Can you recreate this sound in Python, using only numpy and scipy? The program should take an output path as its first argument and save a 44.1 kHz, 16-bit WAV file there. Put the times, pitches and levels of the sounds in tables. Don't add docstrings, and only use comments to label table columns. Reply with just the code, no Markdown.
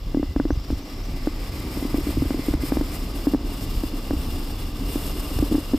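import sys
import numpy as np
from scipy import signal
from scipy.fft import rfft, irfft
from scipy.io import wavfile
from scipy.ndimage import uniform_filter1d, minimum_filter1d

SR = 44100
rng = np.random.default_rng(int(sys.argv[2]) if len(sys.argv) > 2 else 0)


def materialize(psi):
    bounded = np.clip(np.atleast_2d(psi).T, -1, 1)
    quanta = np.round(bounded * 32767).astype(np.int16)
    wavfile.write(sys.argv[1], SR, quanta)


N = 254879
TIME = np.arange(N) / SR

# time_s, effort_db
EFFORT = [(0, -9), (1.2, -2), (2.05, 1.5), (3.0, 0), (4.3, -.5), (5.4, 2), (5.78, -0.5)]
# middle_s, length_s, effort_change_db
BITES = [(2.09, .2, 0.7), (2.575, 0.079, -4), (2.66, .1, 3.2), (3.39, 0.15, -6.5), (3.635, 0.063, 4),
         (4.75, 0.12, -3), (5.0, 0.29, 1)]
# time_s, lean (no unit)
LEAN = [(.3, -0.52), (1.2, 1), (2.2, 0.78), (2.75, 1), (3.25, -0.33), (5.78, -0.83)]
# pitch_hz, width_hz, relative_level_db
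FIRST_RUNNER = [(2069, 47, 8), (2295, 390, 4)]
# pitch_hz, width_hz, relative_level_db
SECOND_RUNNER = [(2813, 120, 3), (3470, 85, -1)]
# pitch_hz, relative_level_db
CRUNCH_COLOUR = [(250, -32), (450, 6.5), (680, 3.5), (950, -2), (1170, 3.5), (1400, -6.5), (1800, -11.5),
                 (2600, -12.5), (5000, -52)]
# pitch_hz, relative_level_db
SCRAPE_COLOUR = [(700, -31), (1500, -6.5), (2450, -10), (3150, -3.5), (3900, -4.5), (4500, -3), (5150, 1.5),
                 (5600, -5), (6200, -14), (7500, -10), (11000, -44)]
# pitch_hz, relative_level_db
SPRAY_COLOUR = [(4500, -45), (6400, -6), (7400, -3), (8500, 3), (8750, 0), (9020, 3.5), (9700, -9),
                (10400, -4.5), (11200, 4), (11550, -2.5), (11900, 5.5), (12800, -2.5), (14200, 5),
                (15200, -10.5)]
# start_s, end_s, pitch_hz, width_hz, flutter_hz,
# level_db (before fading in and out)
SQUEALS = [(0.038, 0.514, 2040, 238.4, 15, -59), (0.462, 1.118, 5550, 602, 240, -54.5)]
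# start_s, level_db (before colouring)
CHIPS = [(0.647, -35), (3.337, -39), (5.389, -21)]
# start_s, ring_peak_db, hardness_db (sets the tick's level and brightness)
KNOCKS = [(0.146, -12.5, -26), (0.171, -10, -35), (0.196, -14, -49), (0.229, -14.5, -25.5),
          (0.362, -12.5, -24), (0.399, -9.5, -16), (0.453, -12.5, -30.5), (0.505, -12.5, -19.5),
          (0.703, -18, -28), (0.725, -18.5, -50), (1.272, -11.5, -23.5), (1.772, -18, -41),
          (1.825, -18, -35), (1.851, -14.0, -36.0), (1.943, -11.5, -26.5), (1.982, -14, -35),
          (2.069, -14.5, -44), (2.09, -16, -43), (2.171, -12.5, -42), (2.221, -11, -37),
          (2.254, -19.5, -50), (2.306, -13.0, -25.5), (2.344, -14.5, -35), (2.392, -16, -47),
          (2.484, -11, -34.0), (2.538, -15, -25.5), (2.635, -15, -35), (2.721, -11.5, -20.5),
          (2.77, -12.5, -23), (2.811, -14, -25.5), (3.27, -2.5, -18.5), (3.336, -10, -28),
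          (3.346, -12.5, -23), (3.836, -16.0, -29.5), (3.937, -20, -54), (4.108, -16, -22.5),
          (4.133, -15.5, -57), (4.957, -15, -29), (5.388, -21, -26.5), (5.425, -9, -30),
          (5.513, -14.5, -43), (5.522, -9.5, -38), (5.545, -10.5, -34), (5.552, -11, -24),
          (5.581, -12.5, -56), (5.735, -10, -29), (5.743, -10, -31)]
# pitch_hz, time_to_fall_60_db_s, relative_level_db
FRAME_MODES = [(46.6, 0.087, -6), (268, 0.0088, -21), (286.4, 0.037, 16), (340, 0.02, -1)]
# pitch_hz, time_to_fall_60_db_s, relative_level_db
CONTACT_MODES = [(500, 0.0067, 10), (735, 0.01, -5), (1000, 0.0038, 7), (1486, 0.011, -8.5)]
# start_s, peak_db
DROPS = [(0.525, -14), (0.573, -14), (0.713, -16), (0.731, -16), (2.179, -13.5), (2.21, -17), (2.259, -19),
         (2.508, -15.5), (2.548, -14.5), (4.113, -17), (4.166, -18.5), (5.362, -15), (5.399, -11)]
# pitch_hz, time_to_fall_60_db_s, relative_level_db
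THUMP_MODES = [(64, 0.055, -4), (104.5, 0.041, -9.5)]
# middle_s, length_s, rumble_change_db
STRETCHES = [(.3, 1, 1), (.87, 0.21, -12), (1.65, 0.43, -5), (2.05, 0.5, 1.5), (3.3, 0.98, -2),
             (3.77, 0.048, 9), (4.65, 0.46, 0.5)]
# pitch_hz, relative_level_db
RUMBLE_COLOUR = [(10, -61), (20, -20), (29, 6.5), (45, -0.5), (68, -4), (90, -8), (120, -12), (165, -16.5),
                 (260, -38), (500, -58.5)]
# pitch_hz, relative_level_db
CHATTER_COLOUR = [(100, -40), (170, -3.5), (230, 0.5), (285, 5), (330, -1.5), (400, -5.5), (550, -24),
                  (900, -18), (1800, -46)]
# pitch_hz, relative_level_db
HISS_COLOUR = [(9500, -22), (12000, -3), (14300, 1)]
# pitch_hz, side_minus_mid_db
WIDTH = [(50, -72), (250, -57), (500, -39), (1000, -15.5), (2000, -2.5), (5000, -9), (8000, -5.5),
         (10000, -4), (12000, -9), (14500, -46)]
# pitch_hz, left_minus_right_db
TILT = [(200, -7.5), (700, 2), (2000, -1), (4000, 2), (8000, 2.5), (12000, 1)]

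CRUNCH_DB, CRUNCH_LAW = -43.5, 0.93
SCRAPE_DB, SCRAPE_LAW = -45.5, 0.85
SPRAY_DB, SPRAY_LAW = -48.5, 2.13
CHATTER_DB, CHATTER_LAW = -36, 0.85
CRUNCH_BITE_SHARE = 0.47
LEAN_DB = 4.5
SPRAY_LEAN_DB = -1.3
FIRM_DB, BRIGHTEN = -20, 0.22
SPOT_DB, DETUNE = 2, 0.025
KNOCK_PAN_DB = 0.33
RUMBLE_DB, HISS_DB = -28, -58
CEILING_DB, HOLD_S, TOP_HZ = -7.7, 0.008, 15100


def runners(grip, first_db=-8, second_db=-7, grip_db=0.98, spray_grip_db=2.4):
    effort, bite, lean = curves(EFFORT)[0], swells(BITES), curves(LEAN)[0]

    crunch = colour(grains(per_s=7000, spread_db=1.0), CRUNCH_COLOUR)
    crunch *= undb(CRUNCH_DB + CRUNCH_LAW * (effort + CRUNCH_BITE_SHARE * bite))

    scrape = colour(grains(per_s=18000, spread_db=1.5), SCRAPE_COLOUR)
    first_ring = resonate(grains(per_s=8000, spread_db=3.0), FIRST_RUNNER)
    second_ring = resonate(grains(per_s=8000, spread_db=3.5), SECOND_RUNNER)
    scrape += undb(first_db + LEAN_DB * lean) * first_ring
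    scrape += undb(second_db - LEAN_DB * lean) * second_ring
    scrape *= undb(SCRAPE_DB + SCRAPE_LAW * (effort + bite))

    spray = colour(grains(per_s=33000, spread_db=2.5), SPRAY_COLOUR)
    spray_db = SPRAY_DB + SPRAY_LAW * (effort + bite) + SPRAY_LEAN_DB * lean + spray_grip_db * grip
    return (crunch + scrape) * undb(grip_db * grip) + spray * undb(spray_db)


def runner_grip():
    return unit(walk(rate=27) + 1.16 * walk(rate=97) + 0.29 * walk(rate=12))


def squeals(stutter_db=2.0, fade_s=0.045):
    out = np.zeros(N)
    for start, end, hz, width_hz, flutter_hz, db in SQUEALS:
        gate = np.clip(np.minimum(TIME - start, end - TIME) / fade_s, 0, 1)
        pitch_hz = hz + flutter_hz * walk(rate=84)
        phase = 2 * np.pi * np.cumsum(pitch_hz) / SR
        note = walk(rate=width_hz) * np.cos(phase) + walk(rate=width_hz) * np.sin(phase)
        stutter = undb(stutter_db * walk(rate=35.7))
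        out += undb(db) * gate * unit(note * stutter)
    return out


def chips(decay_s=0.0012):
    out, t = np.zeros(N), TIME[:SR // 40]
    for s, db in CHIPS:
        crack = np.exp(-t / decay_s) * rng.standard_normal(len(t))
        add(out, s, undb(db) * crack)
    bright = across_hz([(800, -16), (3000, -6), (5000, 14), (6500, -11), (14000, -6)])
    return irfft(rfft(out) * bright, N)


def knocks(tick_db=8.5, soft_rise_s=0.0033, hard_rise_s=0.00042, tick_delay_s=0.00037, tick_top_hz=2200):
    thuds, ticks = np.zeros(N), np.zeros(N)
    for s, ring_peak_db, hard_db in KNOCKS:
        detune = 1 + DETUNE * rng.standard_normal(len(FRAME_MODES))
        spot = rng.standard_normal(len(CONTACT_MODES))
        thud = ring(FRAME_MODES, detune, soft_rise_s)
        tick = ring(struck(hard_db, spot), detune, hard_rise_s)
        add(thuds, s, undb(ring_peak_db) * thud)
        add(ticks, s + tick_delay_s, undb(hard_db + tick_db) * tick)
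    lowpass = signal.butter(4, tick_top_hz, fs=SR, output="sos")
    return thuds + signal.sosfilt(lowpass, ticks)


def struck(hard_db, spot):
    lowest_hz = CONTACT_MODES[0][0]
    tilt_db = BRIGHTEN * (hard_db - FIRM_DB)
    return [(hz, t60, db + tilt_db * np.log2(hz / lowest_hz) + SPOT_DB * chance)
            for (hz, t60, db), chance in zip(CONTACT_MODES, spot)]


def drops(rise_s=0.0059):
    out = np.zeros(N)
    for s, db in DROPS:
        add(out, s, undb(db) * ring(THUMP_MODES, np.ones(len(THUMP_MODES)), rise_s))
    return out


def shaking(bump_db=1.5, lump_db=1.57):
    heave = colour(rng.standard_normal(N), RUMBLE_COLOUR)
    heave = unit(heave / np.sqrt(uniform_filter1d(heave ** 2, SR // 8)))
    bumps = walk(rate=19)
    rumble = heave * undb(RUMBLE_DB + swells(STRETCHES) + lump_db * bumps)
    chatter = colour(grains(per_s=1500, spread_db=0.5) * undb(bump_db * bumps), CHATTER_COLOUR)
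    return rumble + chatter * undb(CHATTER_DB + CHATTER_LAW * curves(EFFORT)[0])


def hiss():
    return undb(HISS_DB) * colour(rng.standard_normal(N), HISS_COLOUR)


def undb(db):
    return 10 ** (np.asarray(db) / 20)


def unit(x):
    return x / np.sqrt(np.mean(x ** 2))


def curves(table):
    s, *columns = np.transpose(table)
    return [np.interp(TIME, s, c) for c in columns]


def swells(table):
    return sum(db * np.cos(np.pi * np.clip((TIME - s) / length, -.5, .5)) for s, length, db in table)


def across_hz(points):
    hz, db = np.transpose(points)
    f = np.fft.rfftfreq(N, 1 / SR) + 1
    return undb(np.interp(np.log(f), np.log(hz), db))


def colour(x, points):
    return unit(irfft(rfft(x) * across_hz(points), N))


def resonate(x, peaks):
    f = np.fft.rfftfreq(N, 1 / SR) + 1
    response = sum(undb(db) / (1 + 1j * (f - hz ** 2 / f) / width) for hz, width, db in peaks)
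    return unit(irfft(rfft(x) * response, N))


def walk(rate):
    k = max(int(SR / rate), 1)
    held = np.repeat(rng.standard_normal(N // k + 1), k)[:N]
    return unit(uniform_filter1d(uniform_filter1d(held, k), k))


def grains(per_s, spread_db):
    breaks = rng.random(N) < per_s / SR
    pulses = breaks * rng.standard_normal(N)
    size = np.minimum(rng.exponential(size=N), 4)
    return unit(pulses * undb(spread_db * size))


def ring(modes, detune, rise_s):
    t = TIME[:SR // 5]
    free = np.zeros(len(t))
    for (hz, t60, db), d in zip(modes, detune):
        decay = np.exp(-np.log(1000) * t / t60)
        free += undb(db) * np.sin(2 * np.pi * hz * d * t) * decay
    y = free * (1 - np.exp(-t / rise_s))
    return y / np.abs(y).max()


def add(out, s, x):
    i = max(int(s * SR), 0)
    out[i:i + len(x)] += x[:N - i]


def scene():
    grip = runner_grip()
    mid = runners(grip) + squeals() + chips()
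    side = irfft(rfft(runners(grip)) * across_hz(WIDTH), N)
    tilt = np.sqrt(across_hz(TILT))
    left = irfft(rfft(mid + side) * tilt, N)
    right = irfft(rfft(mid - side) / tilt, N)
    snow = np.array([left, right])
    frame = knocks() * undb(np.array([[KNOCK_PAN_DB], [-KNOCK_PAN_DB]]) / 2)
    return snow + frame + drops() + shaking() + hiss()


def record(dry):
    loudest = np.abs(dry).max(axis=0) + 1e-9
    allowed = np.minimum(1, undb(CEILING_DB) / loudest)
    span = int(HOLD_S * SR)
    gain = uniform_filter1d(minimum_filter1d(allowed, span), span)
    lowpass = signal.ellip(8, .2, 70, TOP_HZ, fs=SR, output="sos")
    return signal.sosfilt(lowpass, dry * gain)


dry = scene()
out = record(dry)
materialize(out)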